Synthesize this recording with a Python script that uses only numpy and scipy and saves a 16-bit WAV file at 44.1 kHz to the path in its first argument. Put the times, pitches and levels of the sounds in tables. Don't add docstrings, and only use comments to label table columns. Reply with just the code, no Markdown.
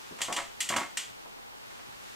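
import sys
import numpy as np
from scipy import signal
from scipy.fft import rfft, irfft, next_fast_len
from scipy.io import wavfile

SR = 44100
rng = np.random.default_rng(int(sys.argv[2]) if len(sys.argv) > 2 else 0)


def dump(signal):
    limited = np.clip(np.atleast_2d(signal).T, -1, 1)
    pcm = np.round(limited * 32767).astype(np.int16)
    wavfile.write(sys.argv[1], SR, pcm)


N = 94815
BLOW_T = np.arange(SR // 2) / SR
SCENE_T = np.arange(N) / SR


def amp(db):
    return 10 ** (np.asarray(db) / 20)


def unit(x):
    return x / np.sqrt(np.mean(x ** 2) + 1e-20)


def along(points, hz):
    freq_hz, values = np.transpose(points)
    return np.interp(np.log(hz + 1), np.log(freq_hz + 1), values)


def fade(t, t60_s):
    return np.exp(-np.log(1000) * t / t60_s)


def filtered(x, response):
    size = next_fast_len(x.shape[-1] + SR // 4)
    return irfft(rfft(x, size) * response(np.fft.rfftfreq(size, 1 / SR)), size)[..., :x.shape[-1]]


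def white(size):
    return rng.standard_normal((2, size))


def noise(colour_db, correlation, source):
    def response(hz):
        angle = np.arccos(np.clip(along(correlation, hz), -1, 1)) / 2
        return amp(colour_db(hz)) * [np.cos(angle), np.sin(angle)]
    mid, side = filtered(source, response)
    return unit(np.array([mid + side, mid - side]))


def add(track, start_s, sound):
    part = track[:, round(start_s * SR):][:, :sound.shape[-1]]
    part += sound[..., :part.shape[-1]]


# freq_hz, density_db
ROOM_NOISE_COLOUR = [(15, -32), (25, -4.5), (108, -10.5), (166, -7.5), (236, -5), (326, -6), (489, -4.5),
                     (591, -6.5), (754, -6), (818, -1.5), (988, -6.5), (2410, -11.5), (2760, -12),
                     (4140, -16.5), (12900, -29), (14800, -24), (16000, -43)]
# freq_hz, correlation
ROOM_NOISE_CORRELATION = [(40, -0.82), (110, -0.86), (300, -0.95), (1000, -0.84), (2400, -0.9),
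                          (4400, -0.59), (8000, -0.41), (14000, -0.35)]

def room_noise(level_db=-46.5):
    return amp(level_db) * noise(lambda hz: along(ROOM_NOISE_COLOUR, hz), ROOM_NOISE_CORRELATION, white(N))


# freq_hz, density_db
HISS_COLOUR = [(590, -26), (1000, -5.5), (1180, -5.5), (1730, -8.5), (6630, -13), (11800, -21.5),
               (14600, -30), (16000, -59)]
# time_s, level_db
HISS_ENVELOPE = [(0, -50.5), (.15, -51.5), (.55, -55.5), (1.099, -56), (1.5, -62), (1.72, -53.5),
                 (1.9, -55), (2.0, -54), (2.08, -50.5), (2.15, -51)]
# freq_hz, correlation
DIFFUSE_CORRELATION = [(1000, -0.05), (4000, 0.14), (14000, 0.052)]

def hiss():
    level_db = np.interp(SCENE_T, *np.transpose(HISS_ENVELOPE))
    return amp(level_db) * noise(lambda hz: along(HISS_COLOUR, hz), DIFFUSE_CORRELATION, white(N))


# pitch_hz, width_hz, level_db
HUM_BANDS = [(115.6, 7.1, -70)]

def hum():
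    out = np.zeros((2, N))
    for pitch_hz, width_hz, level_db in HUM_BANDS:
        band_db = lambda hz: -20 * np.log10(1 + (2 * (hz - pitch_hz) / width_hz) ** 2)
        out += amp(level_db) * noise(band_db, DIFFUSE_CORRELATION, white(N))
    return out


def whine(pitch_hz=14652, pulse_hz=100, level_db=-72):
    since_pulse_s = SCENE_T % (1 / pulse_hz)
    pulses = unit(since_pulse_s * fade(since_pulse_s, t60_s=0.006))
    return amp(level_db) * np.sin(2 * np.pi * pitch_hz * SCENE_T) * pulses


# freq_hz, correlation
DIRECT_CORRELATION = [(200, 0.81), (2500, 0.97), (8000, 0.67), (14000, 0)]
# freq_hz, correlation
TAIL_CORRELATION = [(200, 0.69), (2500, 0.94), (8000, 0.92), (14000, .1)]
# freq_hz, t60_s
TAIL_DECAY = [(200, 0.26), (1000, 0.35), (3000, 0.36), (8000, 0.32), (14000, 0.24)]

def blow(colour_db, body, body_share, rise_s, t60_s, tail_db, tail_scale=1.0, tail_rise_s=0.0048):
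    size = len(BLOW_T)
    grain = np.sqrt(body_share) * body + np.sqrt(1 - body_share) * white(size)
    envelope = (1 - np.exp(-BLOW_T / rise_s)) * fade(BLOW_T, t60_s)
    direct = noise(colour_db, DIRECT_CORRELATION, grain) * envelope
    hz, t, spectra = signal.stft(noise(colour_db, TAIL_CORRELATION, white(size)), SR, nperseg=256)
    spectra *= fade(t, tail_scale * along(TAIL_DECAY, hz)[:, None])
    tail = signal.istft(spectra, SR, nperseg=256)[1][:, :size]
    return direct + amp(tail_db) * tail * (1 - np.exp(-BLOW_T / tail_rise_s))


def ring(mode_hz, mode_db, t60_s, rise_s=0.002, scatter_db=1.5):
    gains = amp(mode_db + rng.normal(0, scatter_db, len(mode_hz)))
    waves = np.sin(2 * np.pi * (mode_hz[:, None] * BLOW_T + rng.random((len(mode_hz), 1))))
    return gains @ waves * fade(BLOW_T, t60_s) * (1 - np.exp(-BLOW_T / rise_s))


# start_s, level_db, thin_below_hz, dull_above_hz
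KNOCK_HITS = [(.111, -41.5, 40, 340), (0.1228, -39.5, 100, 382), (.187, -40, 500, 2000),
              (0.2064, -32.5, 400, 2200), (.217, -36.5, 300, 1190), (.284, -29.5, 250, 1090),
              (0.2919, -32, 250, 980), (0.3012, -28, 250, 1040), (0.3112, -35.5, 250, 1030),
              (0.321, -30.5, 199, 895), (0.365, -34, 397, 1520), (0.3739, -33, 398, 2200),
              (.38, -28.5, 450, 2580), (.388, -27.5, 444, 2400), (.403, -33.5, 446, 2400),
              (.419, -41.5, 450, 2000), (0.7016, -25, 90, 1950), (.722, -24.5, 90, 2400),
              (0.7379, -26, 90, 2600), (0.7488, -38.5, 90, 2010), (0.7621, -20.5, 90, 2160),
              (0.7831, -25, 90, 1990), (.808, -30.5, 150, 2030), (.8135, -31.5, 250, 2400),
              (.833, -33, 300, 2400), (1.259, -44.5, 380, 800), (1.266, -47, 350, 570),
              (1.385, -49.5, 400, 1035), (1.523, -48.5, 403, 1200), (1.705, -46.5, 696, 3030),
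              (1.793, -45.5, 497, 2500), (1.888, -48.5, 30, 90), (1.93, -51.5, 696, 2430)]
# freq_hz, density_db
THUMP_COLOUR = [(50, -43), (115, -9), (230, -1.5), (420, -2), (680, 2.5), (1050, 5.5), (1550, 1.5),
                (2000, 4), (2700, 0.5), (5000, 0), (12000, 5)]
# pitch_hz, gain_db
ENCLOSURE_MODES = [(118, -8.5), (221, -3.5), (270, -4.5), (339, -2), (559, -1), (676, 2), (722, -4.5),
                   (817, -0.5), (962, -2.5), (998, 2), (1112, 2.5), (1215, -13), (1303, -1), (1822, 2),
                   (2126, 4)]

def knocks(ring_db=-18.5):
    out, body = np.zeros((2, N)), white(len(BLOW_T))
    mode_hz, mode_db = np.transpose(ENCLOSURE_MODES)
    for start_s, level_db, thin_hz, dull_hz in KNOCK_HITS:
        contact_db = lambda hz: -10 * np.log10(1 + (hz / dull_hz) ** 6 + (thin_hz / (hz + 1)) ** 4)
        colour_db = lambda hz: along(THUMP_COLOUR, hz) + contact_db(hz)
        thump = blow(colour_db, body, body_share=0.57, rise_s=0.0005, t60_s=0.038,
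                     tail_db=-14, tail_scale=0.9)
        modes = ring(mode_hz, ring_db + mode_db + contact_db(mode_hz), t60_s=0.21)
        add(out, start_s, amp(level_db) * (thump + modes))
    return out


# start_s, level_db, tilt_db_per_octave
CLICK_HITS = [(.187, -42, -0.5), (0.205, -37, -1), (.216, -23, 1.5), (0.325, -26, 1), (.364, -26, 0),
              (0.6042, -22, 2), (0.626, -41, 12), (0.6892, -24.5, 2.5), (0.7636, -24.5, 1.5),
              (0.9715, -23.5, 0.5)]
# freq_hz, density_db
SNAP_COLOUR = [(180, -59), (300, -12), (392, -24), (486, -22), (713, -18), (787, -10), (930, -15),
               (1560, -7), (1690, -14.5), (1810, -7), (1930, -2.5), (2100, -5), (2650, -4), (2880, -1.5),
               (3350, -2), (3830, -7.5), (4520, -7.5), (5250, -9.5), (7320, -4), (8640, -7), (9550, -14.5),
               (12500, -18.5), (13500, -25), (15200, -32), (16000, -39)]
# pitch_hz, gain_db
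OBJECT_MODES = [(1850, -3), (2060, -1.5), (2326, -10), (2853, 1.5), (3214, -3), (3400, 0), (4750, -3.5),
                (7050, -3), (7330, -2), (8340, -1)]

def clicks(ring_db=-12):
    out, body = np.zeros((2, N)), white(len(BLOW_T))
    mode_hz, mode_db = np.transpose(OBJECT_MODES)
    for start_s, level_db, tilt_db_per_octave in CLICK_HITS:
        colour_db = lambda hz: along(SNAP_COLOUR, hz) + tilt_db_per_octave * np.log2(hz + 1)
        snap = blow(colour_db, body, body_share=0.77, rise_s=0.00072, t60_s=0.044, tail_db=-8)
        modes = ring(mode_hz, ring_db + mode_db, t60_s=0.098)
        add(out, start_s, amp(level_db) * (snap + modes))
    return out


def rumble(peak_s=0.4, half_width_s=0.11, level_db=-59.5, cutoff_hz=74.4):
    swell = amp(level_db) * np.exp(-((SCENE_T - peak_s) / half_width_s) ** 2)
    lowpass_db = lambda hz: -10 * np.log10(1 + (hz / cutoff_hz) ** 4)
    return swell * noise(lowpass_db, DIFFUSE_CORRELATION, white(N))


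# freq_hz, left_minus_right_db
HANDLING_BALANCE = [(200, 4.1), (1200, -1.5), (2500, -0.5), (5000, 0), (12000, 4)]

def scene(right_lead_s=12e-6, background_left_db=0.33):
    sides = np.array([[0.5], [-0.5]])
    balance = lambda hz: amp(sides * along(HANDLING_BALANCE, hz))
    delay = lambda hz: np.exp(-2j * np.pi * hz * sides * right_lead_s)
    handling = filtered(clicks() + knocks(), lambda hz: balance(hz) * delay(hz))
    background = room_noise() + hiss() + hum() + whine() + rumble()
    return handling + background * amp(sides * background_left_db)


def record(dry):
    return filtered(dry, lambda hz: hz < 15800)


dry = scene()
out = record(dry)
dump(out)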